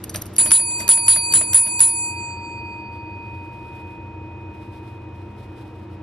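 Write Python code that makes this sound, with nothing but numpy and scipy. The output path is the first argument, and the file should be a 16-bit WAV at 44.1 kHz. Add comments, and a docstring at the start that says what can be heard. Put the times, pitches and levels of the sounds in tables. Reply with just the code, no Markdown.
"""A fan hums in a small room. A cat pats a steel desk bell on a quilt, and the loose plunger rattles down.
From 0.4 to 1.8 s the clapper hits the dome seven times, and a limiter briefly turns everything down
at each ding. Between the dings the plunger springs back with a knock. From about 3 s the cat lies
down, its fur brushing the quilt, while the dome rings out."""
import sys
import numpy as np
from scipy import signal
from scipy.io import wavfile
from scipy.ndimage import uniform_filter1d

SR = 44100
rng = np.random.default_rng(int(sys.argv[2]) if len(sys.argv) > 2 else 0)


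def transcribe(u):
    """Save the signal u as a 16-bit wav file named by the first command-line argument.

    u: samples, shape (n,) or (channels, n), limited to [-1, 1]; the rate is SR.
    q: integer samples, one column per channel.
    """
    v = np.clip(np.atleast_2d(u).T, -1, 1)
    q = np.round(v * 32767).astype(np.int16)
    wavfile.write(sys.argv[1], SR, q)


N = 265693
TIME = np.arange(N) / SR

# How alike left and right are, for room noise and for noise at the bell (1 or more is the same,
# -1 or less is opposite): pitch_hz, likeness
ROOM_LIKENESS = [(100, 1), (250, 1), (600, 0.18), (1500, 0.99), (4000, 0.35), (12000, 0.282)]
NEAR_LIKENESS = [(200, 1), (900, 0.92), (1700, 1), (3500, 0.84), (5500, -0.06), (7500, -.95), (9500, -1.3),
                 (11500, 0.73), (14000, 0.25)]
# The tone colour of each noise, from low to high: pitch_hz, relative_level_db
AIR_COLOUR = [(25, -93), (40, -79), (60, -64), (100, -58.5), (160, -77.5), (350, -64), (550, -85),
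              (800, -75), (1400, -85), (2400, -90), (4000, -100.1), (6000, -110.4), (8000, -115.7),
              (13000, -139.8)]   # air moved by the fan
FUR_COLOUR = [(1500, -6), (3500, -2.5), (6000, -14), (8000, -27), (11000, -5.5), (14000, -21)]   # fur on cloth
THUD_COLOUR = [(60, -2.5), (130, -11.5), (210, 6.5), (300, -5), (480, -6), (800, -11.5), (2000, -17.5),
               (4000, -23.5), (8000, -28.5), (13000, -43.5)]   # the bell's base in the padding
STOP_COLOUR = [(100, -8), (210, 4), (300, -9), (480, 1.5), (800, -10), (2000, -1), (3000, -8.5),
               (5000, -18), (8000, -28.5), (14000, -40)]   # the plunger against its stop
SHUDDER_COLOUR = [(100, -3), (210, 6), (300, -5), (480, 1), (800, -3.5), (2000, 0.5), (3000, -7),
                  (5000, -12), (8000, -27.5), (14000, -41.5)]   # the bell's body after a blow
CRACK_COLOUR = [(100, -3.5), (220, 8), (330, 1), (700, 0), (1500, 6.5), (2800, 6), (4200, 9.5), (5500, -1),
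                (7500, -3.5), (9500, 10), (11500, 0), (14000, -15.5)]   # metal hitting metal

# Steady tones of the fan's motor: pitch_hz, level_db
MOTOR_HUMS = [(90.3, -44.5), (119.8, -45.5), (313.8, -48)]
# Where the fan's housing and the room boom: pitch_hz, width_hz, level_db
FAN_RESONANCES = [(95.8, 8.4, -44.5), (121, 15, -52.5), (201.3, 36.6, -50), (314.2, 18, -51),
                  (342.8, 31, -47.5), (450.2, 14, -61.5), (491.8, 115, -56), (589, 66, -58.5)]
# The cat brushes over the quilt: middle_s, level_db, length_s
BRUSHES = [(2.954, -64.5, .07), (3.296, -68, 0.44), (3.565, -65, 0.25), (3.793, -61.5, 0.25),
           (4.604, -67, .1), (4.786, -61.5, 0.31), (5.19, -69, 0.17), (5.411, -66, 0.15),
           (5.632, -64.5, 0.36), (5.93, -69, 0.084)]
# The paw leans on the bell and rocks it in the quilt: middle_s, level_db, length_s
PRESSES = [(0.194, -42, 0.65), (0.836, -42, 0.16), (1.347, -38, 0.083)]
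# The plunger rattles in its sleeve, at light touches and before each blow: middle_s, level_db, length_s
RATTLES = [(0.042, -20.5, 0.0053), (0.096, -22, .0025), (0.0996, -29.5, 0.0071), (0.146, -22, .007),
           (0.1602, -12, 0.0032), (0.168, -28, .006), (0.176, -32, .004), (0.2206, -21.5, 0.0072),
           (0.258, -32, 0.0038), (0.266, -31, 0.0048), (0.34, -41, 0.012), (0.36, -36, .003),
           (0.3662, -15.5, 0.0035), (0.5092, -6.5, .005), (0.809, -33.5, .04), (0.8804, -9.5, .0032),
           (1.068, -21.5, 0.004), (1.3248, -12, .007), (1.535, -8, 0.0057), (1.795, -12, 0.0054),
           (2.076, -43, 0.063)]
# The plunger springs back against its stop: start_s, knock_db, jingle_db, clatter_db
KNOCKS = [(0.1476, -20.5, -53, -44.5), (0.46, -21.5, -28, -40), (.597, -24.5, -65, -48),
          (0.7024, -32, -64, -43), (0.8024, -24, -34.5, -42), (0.9748, -24, -46.5, -47),
          (1.1617, -20, -28.5, -40), (1.412, -23.5, -62, -44.5), (1.663, -24, -33, -43),
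          (1.878, -28.5, -30, -41)]
# A mode is one way a part likes to vibrate; a wider mode dies away sooner.
# Modes of the plunger and its spring: pitch_hz, width_hz, relative_level_db, left_lead_rad
PLUNGER_MODES = [(3960, 300, -18, 1.6), (4634, 280, -9, 0.842), (5550, 96, -12.5, 0.61),
                 (5928, 75, -10.5, 0.64), (6630, 160, -8.5, 2.3), (7060, 130, -19.5, 3.8),
                 (8420, 70, -14.5, 4.7), (9040, 170, -3.5, 1.8), (9390, 300, -1, 1.5),
                 (11300, 342, 0.5, 0.8), (12150, 230, -4, 1.4), (12700, 140, -11, 0.96)]
# Modes of the clapper and the base: pitch_hz, width_hz, relative_level_db, left_lead_rad
CLAPPER_MODES = [(2956, 30, -12.5, 1.5), (3180, 50, -17, -.5), (3290, 35, -13.5, -.5), (3400, 40, -18, .5),
                 (3499, 30, -11, 1.5), (3810, 45, -10, .7), (3890, 40, -15, .7), (4073, 25, -5.5, -.7),
                 (4220, 50, -18, 2), (4400, 60, -17, 2), (4720, 50, -16, 1), (4830, 45, -17, -1),
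                 (5520, 60, -12, -1.5), (5950, 40, -18, 2), (6540, 60, -23, 2.4), (6760, 90, -25, -2),
                 (7050, 120, -21, -2), (8870, 70, -8, 1.68), (9620, 100, -9, 0.3), (10200, 120, -6, 0),
                 (10600, 100, -7, 0), (10868, 45, -7, 1.2), (11570, 120, -15, 2.3)]
# The clapper hits the dome: start_s, force_db, crack_db, clatter_db, clatter_hold_s
STRIKES = [(0.3822, -8.5, -21.5, -31.5, 0.024), (0.5166, 0.5, -4, -21.5, 0.042),
           (0.8899, -1.5, -8, -21.5, 0.031), (1.0813, -1.5, -9, -24.5, 0.047),
           (1.3374, -8.5, -17.5, -26.5, 0.028), (1.5447, -0.5, -14, -28.5, .03),
           (1.8042, -0.07, -13.5, -25, 0.028)]
# The six tones that make up a ding: pitch_hz
DOME_TONES_HZ = [934.8, 963.8, 2488, 4604, 7253, 10375]
# One list per tone. Close pitches make a tone pulse; the fourth tone's faint outer pair adds a quick
# shimmer. Here and below, fade_s is the time to fall by 60 dB.
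# Each pitch: offset_hz, level_db, fade_s, left_minus_right_db, left_lead_rad, sign
CLOSE_PITCHES = [
    [(0.042, -1.5, 13.7, 2.5, 0.209, 1)],
    [(0.0007, -2.5, 36, -3.5, 0.44, 1)],
    [(0, 0, 9.0, -3.5, 1.48, 1), (1.72, -11.5, 7, -3, 1.6, -1)],
    [(-10.5, -14, 2.9, 5, -.5, -1), (-3.4, -12.5, 2.4, -9, -.4, 1), (4.2, -1, 2.7, 1, -.8, 1),
     (18.7, -16.5, 3.2, 2, -.6, -1)],
    [(-2.35, -4.5, 1.12, -.5, 2.75, 1), (1.9, -1.5, 1.12, -.3, 2.8, 1)],
    [(0.0041, -1.5, 0.44, 0.5, 0.44, 1)],
]
# How loudly each tone rings after each blow, relative to its force.
# A row per blow, a column per tone: share_db
TONE_SHARES_DB = [(-35, -38, -30.5, -26.5, -10.5, 0), (-37.5, -40, -34.5, -29.5, -13, 0.0035),
                  (-30.5, -42.5, -31.5, -26.5, -12.5, 0), (-33.5, -41.5, -31, -22, -14, 0),
                  (-35, -34.5, -29.5, -28.5, -7.5, 0), (-37, -38, -31.5, -32, -14, 0.0011),
                  (-33, -52.5, -33, -34, -12.5, 0)]


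def from_db(db):
    """Turn decibels into a number to multiply by."""
    return 10 ** (np.asarray(db) / 20)


def unit_level(wave):
    """Scale a wave so that its average level (rms) is 1."""
    return wave / np.sqrt(np.mean(wave ** 2) + 1e-20)


def value_at(table, hz):
    """Read a table at any pitch, sliding between its rows."""
    pitches, values = np.transpose(table)
    return np.interp(np.log(hz), np.log(pitches), values)


def dying(start_s, fade_s):
    """A level that jumps to 1 and dies away."""
    age = TIME - start_s
    return (age >= 0) * from_db(-60 * np.clip(age / fade_s, 0, 4))


def swell(middle_s, length_s):
    """A level that rises smoothly to 1 and falls again."""
    return np.exp(-np.minimum(((TIME - middle_s) / (0.55 * length_s)) ** 2, 50))


def held(start_s, hold_s, rise_s, fade_s):
    """A level that rises to 1, stays there a moment and dies away."""
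    age = np.maximum(TIME - start_s, 0)
    return (1 - np.exp(-age / rise_s)) * from_db(-60 * np.clip((age - hold_s) / fade_s, 0, 4))


def ping(start_s, pitch_hz, fade_s):
    """One pure tone that starts suddenly and dies away."""
    return dying(start_s, fade_s) * np.sin(2 * np.pi * pitch_hz * (TIME - start_s))


def smooth(wave, lag_s):
    """Follow a wave with a short lag, which rounds off its jumps."""
    keep = np.exp(-1 / (lag_s * SR))
    return signal.lfilter([1 - keep], [1, -keep], wave)


def to_stereo(wave, lead_rad, pan_db=0):
    """A complex wave reaches left and right, each with its own level and point in the cycle."""
    side = np.array([[.5], [-.5]])
    return np.imag(wave * from_db(pan_db * side) * np.exp(1j * lead_rad * side))


def coloured_noise(colour, likeness):
    """Stereo noise built in half-octave bands, each with its own level and left-right likeness."""
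    out, edges = 0, np.geomspace(20, 16000, 20)
    white = rng.standard_normal((2, 2, N))
    for k, (low, high) in enumerate(zip(edges, edges[1:])):
        band = signal.butter(3, [low, high], "band", fs=SR, output="sos")
        mid, side = signal.sosfilt(band, white[k % 2])
        hz = np.sqrt(low * high)
        alike = np.clip(value_at(likeness, hz), -1, 1)
        stereo = np.sqrt(1 + alike) * mid + np.sqrt(1 - alike) * side * [[1], [-1]]
        out = out + from_db(value_at(colour, hz)) * stereo
    return unit_level(out)


def resonant_noise(hz, width_hz):
    """Random pushes keep one mode sounding; gives a complex wave whose .imag has level 1."""
    pole, run_in = np.exp((-np.pi * width_hz + 2j * np.pi * hz) / SR), SR // 4
    wave = signal.lfilter([1], np.poly([pole, pole]), rng.standard_normal(N + run_in))[run_in:]
    return wave / np.std(wave.imag)


def flicker(spread_db, rate_hz, width_hz):
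    """A level that wobbles at random around 1."""
    return from_db(spread_db * resonant_noise(rate_hz, width_hz).imag)


def fan():
    """The motor hums, and the housing and room boom, over a soft rush of air."""
    air = from_db(-42) * coloured_noise(AIR_COLOUR, ROOM_LIKENESS)
    air *= from_db([[.25], [-.25]])   # a little louder on the left
    hum = sum(from_db(db) * np.sqrt(2) * np.sin(2 * np.pi * (hz * TIME + rng.random()))
              for hz, db in MOTOR_HUMS)
    boom = sum(from_db(db) * resonant_noise(hz, width).imag for hz, width, db in FAN_RESONANCES)
    return air + hum + boom


def fur():
    """Fur brushes over uneven cloth. A faint steady hiss lies under the strokes."""
    steady_hiss = from_db(-73)
    strokes = sum(from_db(db) * swell(s, length) for s, db, length in BRUSHES)
    uneven = flicker(spread_db=2.5, rate_hz=10, width_hz=30)
    return (steady_hiss + strokes) * uneven * coloured_noise(FUR_COLOUR, ROOM_LIKENESS)


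def quilt_thuds():
    """The base thuds into the padding under the paw, and bobs after each knock of the plunger."""
    pressed = sum(from_db(db) * swell(s, length) for s, db, length in PRESSES)
    bobbing = sum(from_db(db - 19.5) * dying(s, fade_s=0.246) for s, db, *_ in KNOCKS)
    return (pressed + bobbing) * coloured_noise(THUD_COLOUR, NEAR_LIKENESS)


def jingle(modes):
    """Countless tiny touches, coming in clumps, keep a loose metal part ringing."""
    out = 0
    for hz, width, db, lead in modes:
        clumps = flicker(spread_db=3.5, rate_hz=30, width_hz=60)
        out = out + to_stereo(from_db(db) * clumps * resonant_noise(hz, width), lead)
    return unit_level(out)


def plunger_rattle():
    """The plunger ticks and chatters in its sleeve; its spring jingles just after each knock."""
    touches = unit_level(flicker(spread_db=3.5, rate_hz=530, width_hz=530))
    chatter = touches * sum(from_db(db - 8.5) * swell(s, length) for s, db, length in RATTLES)
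    after_ring = sum(from_db(db - 21) * dying(s - length / 2, fade_s=.11) for s, db, length in RATTLES)
    spring = 0
    for s, _, jingle_db, _ in KNOCKS:
        shape = swell(s + 0.0082, length_s=0.037) + from_db(-11.5) * dying(s, fade_s=0.18)
        spring = spring + from_db(jingle_db - 3) * shape
    ticks = from_db(-8.5) * chatter * coloured_noise(CRACK_COLOUR, NEAR_LIKENESS)
    return (chatter + after_ring + spring) * jingle(PLUNGER_MODES) + ticks


def plunger_knock():
    """The plunger springs back to its stop with a dull knock, and the base gives a hollow ring."""
    knock, ring, firm_db = 0, 0, -22.5
    for s, db, *_ in KNOCKS:
        edge = from_db(db - firm_db) * dying(s, fade_s=0.017)   # softer knocks lose their sharp edge
        tail = from_db(-7) * dying(s, fade_s=0.12)
        knock = knock + from_db(db - 7) * (edge + tail)
        ring = ring + from_db(db - 8.5) * ping(s, pitch_hz=614, fade_s=0.098)
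    return knock * coloured_noise(STOP_COLOUR, NEAR_LIKENESS) + ring


def clinks(force, modes, touches_per_s, spread_db, rise_s):
    """Separate, uneven touches each set the modes ringing with new strengths."""
    count = int(touches_per_s * N / SR)
    moments = ((np.arange(count) + rng.random(count)) * N / count).astype(int)
    uneven = unit_level(from_db(spread_db * rng.standard_normal(count)))
    sizes = force[moments] * uneven * np.sqrt(N / count)
    power = sum(from_db(db) ** 2 for _, _, db, _ in modes)
    out, keep = 0, np.exp(-1 / (rise_s * SR))
    for hz, width, db, lead in modes:
        hits = np.full(N, 1e-18)
        hits[moments] += sizes * rng.standard_normal(count)
        pole = np.exp((-np.pi * width + 2j * np.pi * hz) / SR)
        ringing = signal.lfilter([1 - keep], np.poly([pole, keep * pole]), hits)
        scale = np.sqrt(2 * (1 - abs(pole) ** 2) / power)   # a steady force of 1 gives a level near 1
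        out = out + to_stereo(from_db(db) * scale * ringing, lead)
    return out


def base_clatter():
    """The clapper and base clatter after each blow, and more softly when the plunger comes back."""
    shaken = sum(from_db(db) * held(s, hold, rise_s=0.0017, fade_s=0.081) for s, *_, db, hold in STRIKES)
    jolted = sum(from_db(db) * dying(s, fade_s=0.23) for s, *_, db in KNOCKS)
    clatter = clinks(shaken + jolted, CLAPPER_MODES, touches_per_s=200, spread_db=2, rise_s=.0005)
    return from_db(1) * clatter


def clapper():
    """At each blow the rim cracks, the body shudders and the clapper itself gives a hard, dead clack."""
    crack, shudder, clack = 0, 0, 0
    for s, force_db, crack_db, *_ in STRIKES:
        crack = crack + from_db(crack_db) * dying(s, fade_s=0.011)
        shudder = shudder + from_db(.5 * force_db - 27.5) * dying(s, fade_s=0.25)
        clack = clack + from_db(crack_db - 4.5) * ping(s, pitch_hz=1904, fade_s=0.0023)
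    rim = crack * coloured_noise(CRACK_COLOUR, NEAR_LIKENESS)
    body = shudder * coloured_noise(SHUDDER_COLOUR, NEAR_LIKENESS)
    return rim + body + clack


def dome():
    """Each blow restarts the steel dome's ring. Close pitches drift out of step, so the sound pulses."""
    start_s, force_db = np.transpose(STRIKES)[:2]
    latest_blow = np.maximum(np.searchsorted(start_s, TIME, side="right") - 1, 0)
    age = TIME - start_s[latest_blow]
    out = 0
    for hz, pitches, share_db in zip(DOME_TONES_HZ, CLOSE_PITCHES, np.transpose(TONE_SHARES_DB)):
        struck_db = (force_db + share_db)[latest_blow]
        tone = np.sqrt(2) * np.exp(2j * np.pi * hz * TIME)
        for offset_hz, level_db, fade_s, pan_db, lead, sign in pitches:
            size = (age >= 0) * sign * from_db(struck_db + level_db - 60 * np.abs(age) / fade_s)
            drift = np.exp(2j * np.pi * offset_hz * age)
            swing = smooth(size * drift, lag_s=0.000075)   # the new ring takes over during the contact
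            out = out + to_stereo(swing * tone, lead, pan_db)
    return out


def scene():
    """The bell close by on its quilt, with the cat beside it and the fan behind."""
    bell = dome() + clapper() + base_clatter() + plunger_rattle() + plunger_knock()
    return bell + fur() + quilt_thuds() + fan()


def limiter(level, threshold_db, release_db_per_s, attack_s):
    """A volume control that drops quickly when the level passes the threshold, then comes back up."""
    over_db = np.maximum(20 * np.log10(level + 1e-9) - threshold_db, 0)
    recovery_db = release_db_per_s * TIME
    cut_db = np.maximum.accumulate(over_db + recovery_db) - recovery_db
    return from_db(-smooth(cut_db, attack_s))


def record(dry):
    """A slow limiter turns the dings down, a fast one catches their peaks, and the top treble is cut."""
    power = uniform_filter1d(np.mean(dry ** 2, axis=0), size=220)   # averaged over 5 ms
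    loudness = np.sqrt(np.abs(power))
    ducked = dry * limiter(loudness, threshold_db=-7.5, release_db_per_s=17.0, attack_s=0.0026)
    coming_peak = np.roll(np.abs(ducked).max(axis=0), -int(.001 * SR))   # looks 1 ms ahead
    caught = ducked * limiter(coming_peak, threshold_db=-.8, release_db_per_s=1200, attack_s=.0003)
    treble_cut = signal.cheby2(14, 70, 14700, fs=SR, output="sos")   # 70 dB down from 14700 Hz up
    return signal.sosfilt(treble_cut, caught)


dry = scene()
out = record(dry)
transcribe(out)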